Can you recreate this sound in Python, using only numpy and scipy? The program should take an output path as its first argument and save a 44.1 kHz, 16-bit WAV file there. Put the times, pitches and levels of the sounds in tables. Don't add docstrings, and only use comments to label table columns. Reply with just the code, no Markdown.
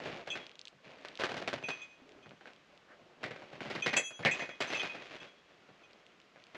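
import sys
import numpy as np
from scipy import signal
from scipy.fft import rfft, irfft
from scipy.io import wavfile

SR = 44100
rng = np.random.default_rng(int(sys.argv[2]) if len(sys.argv) > 2 else 0)


def wav_record(signal):
    frames = np.transpose(np.atleast_2d(signal))
    bounded = np.clip(frames, -1, 1)
    quanta = np.round(bounded * 32767).astype(np.int16)
    wavfile.write(sys.argv[1], SR, quanta)


N = 289720
SPAN = int(.7 * SR)
AGE = np.arange(SPAN) / SR

# (frequency [Hz], level [dB])
PANEL = [(40, -16), (95, -12.5), (135, -6), (200, -3), (420, 2), (620, 5.5), (930, 0.5), (1400, 5),
         (2100, 7.5), (3600, -12), (4500, -16), (7400, -32), (9200, -46), (10700, -43), (15000, -72)]
# (frequency [Hz], width [Hz], lift [dB])
RESONANCES = [(155, 23, 0.5), (268, 18, 5), (317, 30, 3), (374, 47, 3), (507, 22, -2), (510, 40, 1.5),
              (595, 42, 1.5), (686, 33, -0.5), (1513, 50, 4), (1555, 27, 4), (1895, 13, 7.5),
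              (1934, 230, -6), (2010, 28, 5), (2090, 32, -14), (2297, 57, -14)]
# (time [s], force [dB], crack sharpness [dB], weight on the deck [dB])
SLAPS = [(.001, -46.5, 4, 2), (.035, -55, 7, -8), (.057, -44, 15, 4), (0.114, -52, 8, 11),
         (0.175, -55, 6, -4), (0.272, -43, -7, -3.5), (.354, -42, 16, -14), (.727, -67, 0, 11.5),
         (.86, -65, 0, 15.5), (1.048, -44, 12.5, -26), (1.19, -45, 0, -11), (1.197, -39.5, 14, -17),
         (1.216, -41.5, 16, -15), (1.236, -34.5, 17, -8), (1.292, -42.5, 13, -4), (1.317, -42, 10, -5),
         (1.342, -42, 6, 0), (1.367, -41, 6, -4), (1.416, -44, 8, 3.5), (1.476, -35.5, 16, -10),
         (1.529, -40, 19, 3.5), (1.577, -50, 5, 4), (1.626, -49.5, 10, 4), (1.685, -37.5, 11, -11.5),
         (2.259, -59, 21, 13), (2.308, -59, 20, 9.5), (2.409, -57, 11, -17), (2.456, -56, 21, -15),
         (2.471, -51.5, 4, -26), (3.009, -71, -3, 15), (3.23, -42, 9, 1), (3.239, -40.5, 20, -0.5),
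         (3.307, -46, 12, 3), (3.36, -49.5, 2, -12), (3.419, -52.5, 10, 0), (3.528, -50.5, -2, 3),
         (3.605, -46.5, 18, 5), (3.656, -48.5, 5, 12.5), (3.7, -43, 1, 1), (3.751, -40.5, 2, 6),
         (3.861, -31.5, 13, -2.5), (3.93, -35.5, 7, -10), (3.964, -36.5, 16.5, -7.5),
         (4.106, -52.5, 10.5, -10), (4.192, -48.5, 10, 12), (4.226, -47.5, 12.5, -13),
         (4.249, -31, 15.5, 4), (4.258, -33.5, 11.5, -8), (4.394, -41.5, 4, -9), (4.42, -47.5, 0, -7),
         (4.491, -48, 17, -10), (4.604, -35, 11, -7.5), (4.702, -40, -5, -7), (4.727, -36.5, 5, -7),
         (4.831, -40, 0, -4), (4.947, -47, 4, -4), (5.215, -55.5, 0, 0), (5.687, -60.5, 8, 8),
         (6.359, -61.5, 20, -37), (6.546, -47.5, 7, -19)]
USUAL_FORCE_DB = -42


def sheet_slaps(bass_hz=800, treble_hz=3500, middle_t60=0.17, rattle_db=2, grit_db=-14):
    out, onset = np.zeros(N), int(0.01 * SR)
    for s, force_db, sharp_db, weight_db in SLAPS:
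        shake = rng.standard_normal(SPAN) + undb(rattle_db) * contacts(500, 5.3, SPAN)
        sheet = colour(shake, PANEL, RESONANCES)
        bass = band(sheet, bass_hz, "low") * fade(middle_t60 * 0.94) * (1 - np.exp(-AGE / 0.00043))
        middle = band(sheet, [bass_hz, treble_hz], "band") * fade(middle_t60)
        treble = band(sheet, treble_hz, "high") * fade(middle_t60 * 0.88)
        harder_db = force_db - USUAL_FORCE_DB
        bass_db = -.5 - 0.11 * harder_db + .15 * weight_db
        treble_db = -5 + 0.36 * harder_db
        for part, db in (bass, bass_db), (middle, 0), (treble, treble_db):
            add(out, s, part * undb(force_db + db) / np.std(part[:onset]))
        blow = (AGE == 0) + undb(grit_db) * contacts(5000, 3, SPAN) * fade(0.0057)
        crack = colour(blow, PANEL, RESONANCES)
        add(out, s + 0.000953, crack * undb(force_db + sharp_db - 2) / np.abs(crack).max())
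    return band(out, 85, "high", order=1)


def deck_thuds(main_hz=152.2, detune=0.062, t60=0.19, push_s=0.0058, gain_db=-4.5):
    out = np.zeros(N)
    envelope = fade(t60) * (1 - np.exp(-AGE / push_s))
    for s, force_db, _, weight_db in SLAPS:
        for ratio, mode_db in (.6, -12), (.8, -5), (1, -1.5), (1.4, -3), (1.9, -14):
            hz = main_hz * ratio * (1 + detune * rng.standard_normal())
            mode = np.sin(2 * np.pi * (hz * AGE + rng.random()))
            add(out, s, undb(force_db + weight_db + mode_db + gain_db) * mode * envelope)
    return band(out, 90, "high", order=4)


# (time [s], buzz level relative to the force [dB])
LOOSENESS = [(0, -10), (2.6, -7), (3.25, 0.5), (3.6, -6), (3.9, 5.5), (4.3, 9.5), (4.65, -0.5), (5, -5.5),
             (6.57, -4)]


def rib_buzzes(rib_hz=2050, trip_s=0.011, packet_s=0.001064, trip_db=-3.0, trips=14, t60=0.2):
    out = np.zeros(N)
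    for s, force_db, _, _ in SLAPS:
        if force_db < USUAL_FORCE_DB - 6:
            continue
        sheet = colour(rng.standard_normal(SPAN), PANEL, RESONANCES)
        ring = undb(-3) * unit(band(sheet, [rib_hz * 0.867, rib_hz * 1.197], "band"))
        for trip, (late, pitch, size) in enumerate(rng.standard_normal((trips, 3))):
            since = AGE[:SPAN // 4] - packet_s - trip_s * (trip + 0.205 * late * min(trip, 1))
            tone = np.sin(2 * np.pi * rib_hz * (1 + .06 * pitch) * since)
            packet = np.exp(-(since / packet_s) ** 2) * tone
            ring[:len(packet)] += 1.3 * undb(0.65 * size + trip_db * trip) * packet
        loose_db = np.interp(s, *np.transpose(LOOSENESS))
        add(out, s + .007, undb(force_db + loose_db) * ring * fade(t60))
    return band(out, [1200, 4200], "band", order=2)


# (frequency [Hz], level [dB], base t60 [s])
LARGE_RING = [(2501, 0, .26), (7340, -25, .2), (7438, -23, .2)]
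SMALL_RING = [(2618, 0, .22), (6781, -14, .28), (7460, -14, .13), (7648, -10, .15), (7790, -19, .09),
              (13120, -35, .2)]
HOOK = [(3320, 0, .46)]
GATE = [(6126, 0, .28), (9955, -22, .32), (14050, -42, .3)]
BUCKLE = [(3145, -2, .12), (3405, -2, .19), (6440, -9, .1)]
HARNESS = {"large ring": (0, 2.12, LARGE_RING), "small ring": (0, 1.8, SMALL_RING), "hook": (0, 1.84, HOOK),
           "gate": (-3.3, 1.83, GATE), "buckle": (-1.2, 1.6, BUCKLE)}
# (time [s], level [dB], overtone tilt [dB/octave],
# ring length [share of free ringing], struck part, striking part)
CLINKS = [(.302, -37.5, -6, 0.62, "buckle", "hook"), (.318, -35, -10.5, 0.46, "large ring", "small ring"),
          (1.637, -42.5, -15, 0.92, "large ring", "small ring"), (1.659, -53, -3, 1, "gate", "large ring"),
          (1.701, -38, -12, 0.91, "large ring", "small ring"), (1.731, -54, -2, 0.64, "gate", "large ring"),
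          (1.817, -49.5, 0, 0.81, "large ring", "buckle"), (2.227, -60, -14, 1, "large ring", "buckle"),
          (3.822, -34.5, -8, 1, "large ring", "buckle"),
          (3.966, -31.5, 3.5, 0.86, "small ring", "large ring"), (3.966, -32, 7, 0.94, "gate", "hook"),
          (4.311, -34, -1, 1, "large ring", "small ring"), (4.405, -45.5, -10, 1, "hook", "large ring"),
          (4.608, -42.5, 3, 1, "large ring", "hook"), (4.673, -50, 2, 1, "gate", "large ring"),
          (4.748, -35.5, -10, .8, "small ring", "large ring"), (4.772, -43.5, -10, 0.8, "gate", "hook"),
          (4.795, -35.5, -11, 0.88, "buckle", "large ring"),
          (4.895, -46, -19.5, 1, "large ring", "small ring"), (5.202, -52, -11, 0.83, "small ring", "hook"),
          (5.834, -60, -16, 0.85, "large ring", "buckle")]


def harness_clinks(striker_db=-4, neighbour_db=-13.5, scatter_db=2.0, spin_hz=9, contact_s=0.0011):
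    out = np.zeros(N)
    for s, knock_db, tilt_db, free, struck, striker in CLINKS:
        for name, (part_db, length, modes) in HARNESS.items():
            share_db = {struck: 0, striker: striker_db}.get(name, neighbour_db)
            for hz, db, t60 in modes:
                size, speed = rng.standard_normal(2)
                mode_db = db + tilt_db * np.log2(hz / modes[0][0]) + scatter_db * size
                envelope = fade(t60 * length * free) * (1 - np.exp(-(AGE / contact_s) ** 2))
                lobes = .75 + .5 * np.cos(2 * np.pi * spin_hz * np.exp(.15 * speed) * AGE - np.pi / 6)
                jostle = 1 + undb(-9) * fade(0.25) * (walk(260, SPAN) + 1j * walk(250, SPAN))
                tone = np.real(jostle * np.exp(2j * np.pi * (hz * AGE + rng.random())))
                add(out, s, undb(knock_db + share_db + part_db + mode_db) * envelope * lobes * tone)
        touch = band(rng.standard_normal(SPAN) * fade(0.0071), [2300, 6000], "band")
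        add(out, s, touch * undb(knock_db - 6))
    return out


# (time [s], level [dB])
TICKS = [(0.4654, -33.5), (0.493, -39), (0.514, -42), (0.5538, -40), (.5916, -31.5), (.613, -35.5),
         (.6526, -30), (0.6718, -33), (0.6801, -31.5), (1.0839, -33), (1.1533, -34.5), (1.173, -32),
         (2.0911, -44.5), (2.119, -47), (2.292, -45.5), (2.5328, -43.5), (2.5613, -51), (2.775, -47.5),
         (5.9312, -46), (6.064, -42.5), (6.2, -45.5), (6.3992, -47), (6.4383, -44), (6.467, -45)]


def underlay_ticks(tick_hz=3030, grit_db=-6, tail_db=-27, faint_db=-51, faint_count=6):
    out = np.zeros(N)
    faint = [(when * N / SR, faint_db) for when in rng.random(faint_count)]
    grit_envelope = undb(grit_db) * fade(0.0052) + undb(tail_db) * fade(0.1)
    for s, db in TICKS + faint:
        cycles = AGE * tick_hz * np.exp(0.14 * rng.standard_normal())
        snap = cycles * np.exp(-2 * cycles) * np.sin(2 * np.pi * cycles)
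        grit = band(rng.standard_normal(SPAN), [1800, 9000], "band") * grit_envelope
        add(out, s + 0.00123, undb(db) * (snap / np.abs(snap).max() + grit))
    return band(out, [2100, 6500], "band")


# (frequency [Hz], level [dB])
SCRAPE = [(500, -23), (900, -2.5), (1500, 0), (2400, 3.5), (3800, -4.5), (6800, -19), (9000, -39),
          (11000, -35), (15000, -63)]
# (time [s], length [s], rumble level [dB], scrape level [dB])
SHUFFLES = [(0, .16, -47.5, -50), (0.241, 0.19, -53, -53), (0.821, 0.3, -58.5, -58),
            (1.178, 0.42, -52.5, -54.5), (1.618, 0.2, -61.5, -54.5), (1.956, 0.29, -63.5, -73),
            (2.433, 0.048, -62, -63.5), (2.676, 0.077, -63, -71), (2.88, 0.36, -64.5, -90),
            (3.19, 0.47, -57, -60), (3.595, 0.34, -53.5, -50), (4.257, 0.17, -49, -46.5),
            (4.619, 0.24, -49.5, -43), (4.897, .34, -56.5, -54.5), (5.46, 0.66, -68, -70),
            (6.37, .21, -73, -70)]


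def rubbing(attack_s=0.029, release_t60=0.5, rumble_hz=800, gain_db=-1, waver_db=2):
    t, load, drag = np.arange(N) / SR, 0, 0
    for s, length, rumble_db, scrape_db in SHUFFLES:
        release = np.exp(-np.log(1000) * np.maximum(t - s - length, 0) / release_t60)
        push = np.clip((t - s) / attack_s, 0, 1) * release
        load = np.maximum(load, push * undb(rumble_db))
        drag = np.maximum(drag, push * undb(scrape_db))
    rumble = unit(band(colour(contacts(900, 2.6, N), PANEL, RESONANCES), rumble_hz, "low"))
    slips = contacts(4000, 2.8, N)
    crackles = undb(-1) * contacts(180, 0.83, N)
    scrape = unit(colour(slips + crackles, SCRAPE))
    return (rumble * load + scrape * drag) * undb(gain_db + waver_db * walk(45, N))


def sole_creak(start_s=2.02, end_s=2.2, slip_s=0.023, hz=350, slip_db=-53, slip_t60=0.093):
    out = np.zeros(N)
    for s in np.arange(start_s, end_s, slip_s):
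        late, pitch, size = rng.standard_normal(3)
        tone = np.sin(2 * np.pi * hz * (1 + .12 * pitch) * AGE)
        add(out, s + 0.0021 * late, undb(slip_db + 2 * size) * fade(slip_t60) * tone)
    return band(out, 750, "low")


def sole_scuff(s=2.92, db=-60, band_hz=(1100, 1950)):
    swell = np.exp(-((np.arange(N) / SR - s) / .035) ** 2)
    return undb(db) * swell * unit(band(contacts(4000, 2.3, N), band_hz, "band", order=2))


# (frequency [Hz], level [dB])
AIR = [(15, -68), (25, -15), (95, -12.5), (167, -1.5), (231, -4), (573, -3), (952, -9.5), (1060, -5.5),
       (2930, -9), (3930, -14.5), (6900, -24), (9020, -39), (15000, -45)]


def wind(db=-65, drift_db=0.69):
    return undb(db + drift_db * walk(0.45, N)) * unit(colour(rng.standard_normal(N), AIR))


def undb(db):
    return 10 ** (np.asarray(db) / 20)


def unit(x):
    return x / np.sqrt(np.mean(x ** 2))


def fade(t60):
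    return np.exp(-np.log(1000) * AGE / t60)


def add(track, s, x):
    i = max(int(s * SR), 0)
    track[i:i + len(x)] += x[:max(N - i, 0)]


def colour(x, points, bumps=(), size=8192):
    f = np.arange(size // 2 + 1) * SR / size + 1
    hz, db = np.transpose(points)
    bumps_db = sum(lift / (1 + (2 * (f - centre) / width) ** 2) for centre, width, lift in bumps)
    db = np.interp(np.log(f), np.log(hz), db) + bumps_db
    cepstrum = irfft(np.log(undb(db)))
    cepstrum[1:size // 2] *= 2
    cepstrum[size // 2 + 1:] = 0
    return signal.fftconvolve(x, irfft(np.exp(rfft(cepstrum))))[:len(x)]


def band(x, hz, kind, order=3):
    return signal.sosfilt(signal.butter(order, hz, kind, fs=SR, output="sos"), x)


def walk(rate, size):
    steps = rng.standard_normal(size // 50)
    return np.sqrt(1.5) * np.interp(np.arange(size) * rate / SR, np.arange(len(steps)), steps)


def contacts(rate, spread_db, size):
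    hits = (rng.random(size) < rate / SR) * rng.choice([-1, 1], size)
    return unit(hits * undb(spread_db * np.clip(rng.standard_normal(size), -2, 2)))


def scene():
    roof = sheet_slaps() + deck_thuds() + rib_buzzes()
    mono = roof + harness_clinks() + underlay_ticks() + rubbing() + sole_creak() + sole_scuff() + wind()
    return np.array([mono, mono])


def record(dry, top_hz=15300, right_top_hz=13000):
    right = signal.sosfiltfilt(signal.butter(6, right_top_hz, fs=SR, output="sos"), dry[1])
    treble_cut = signal.ellip(8, .2, 70, top_hz, fs=SR, output="sos")
    return signal.sosfilt(treble_cut, np.array([dry[0], right]))


dry = scene()
out = record(dry)
wav_record(out)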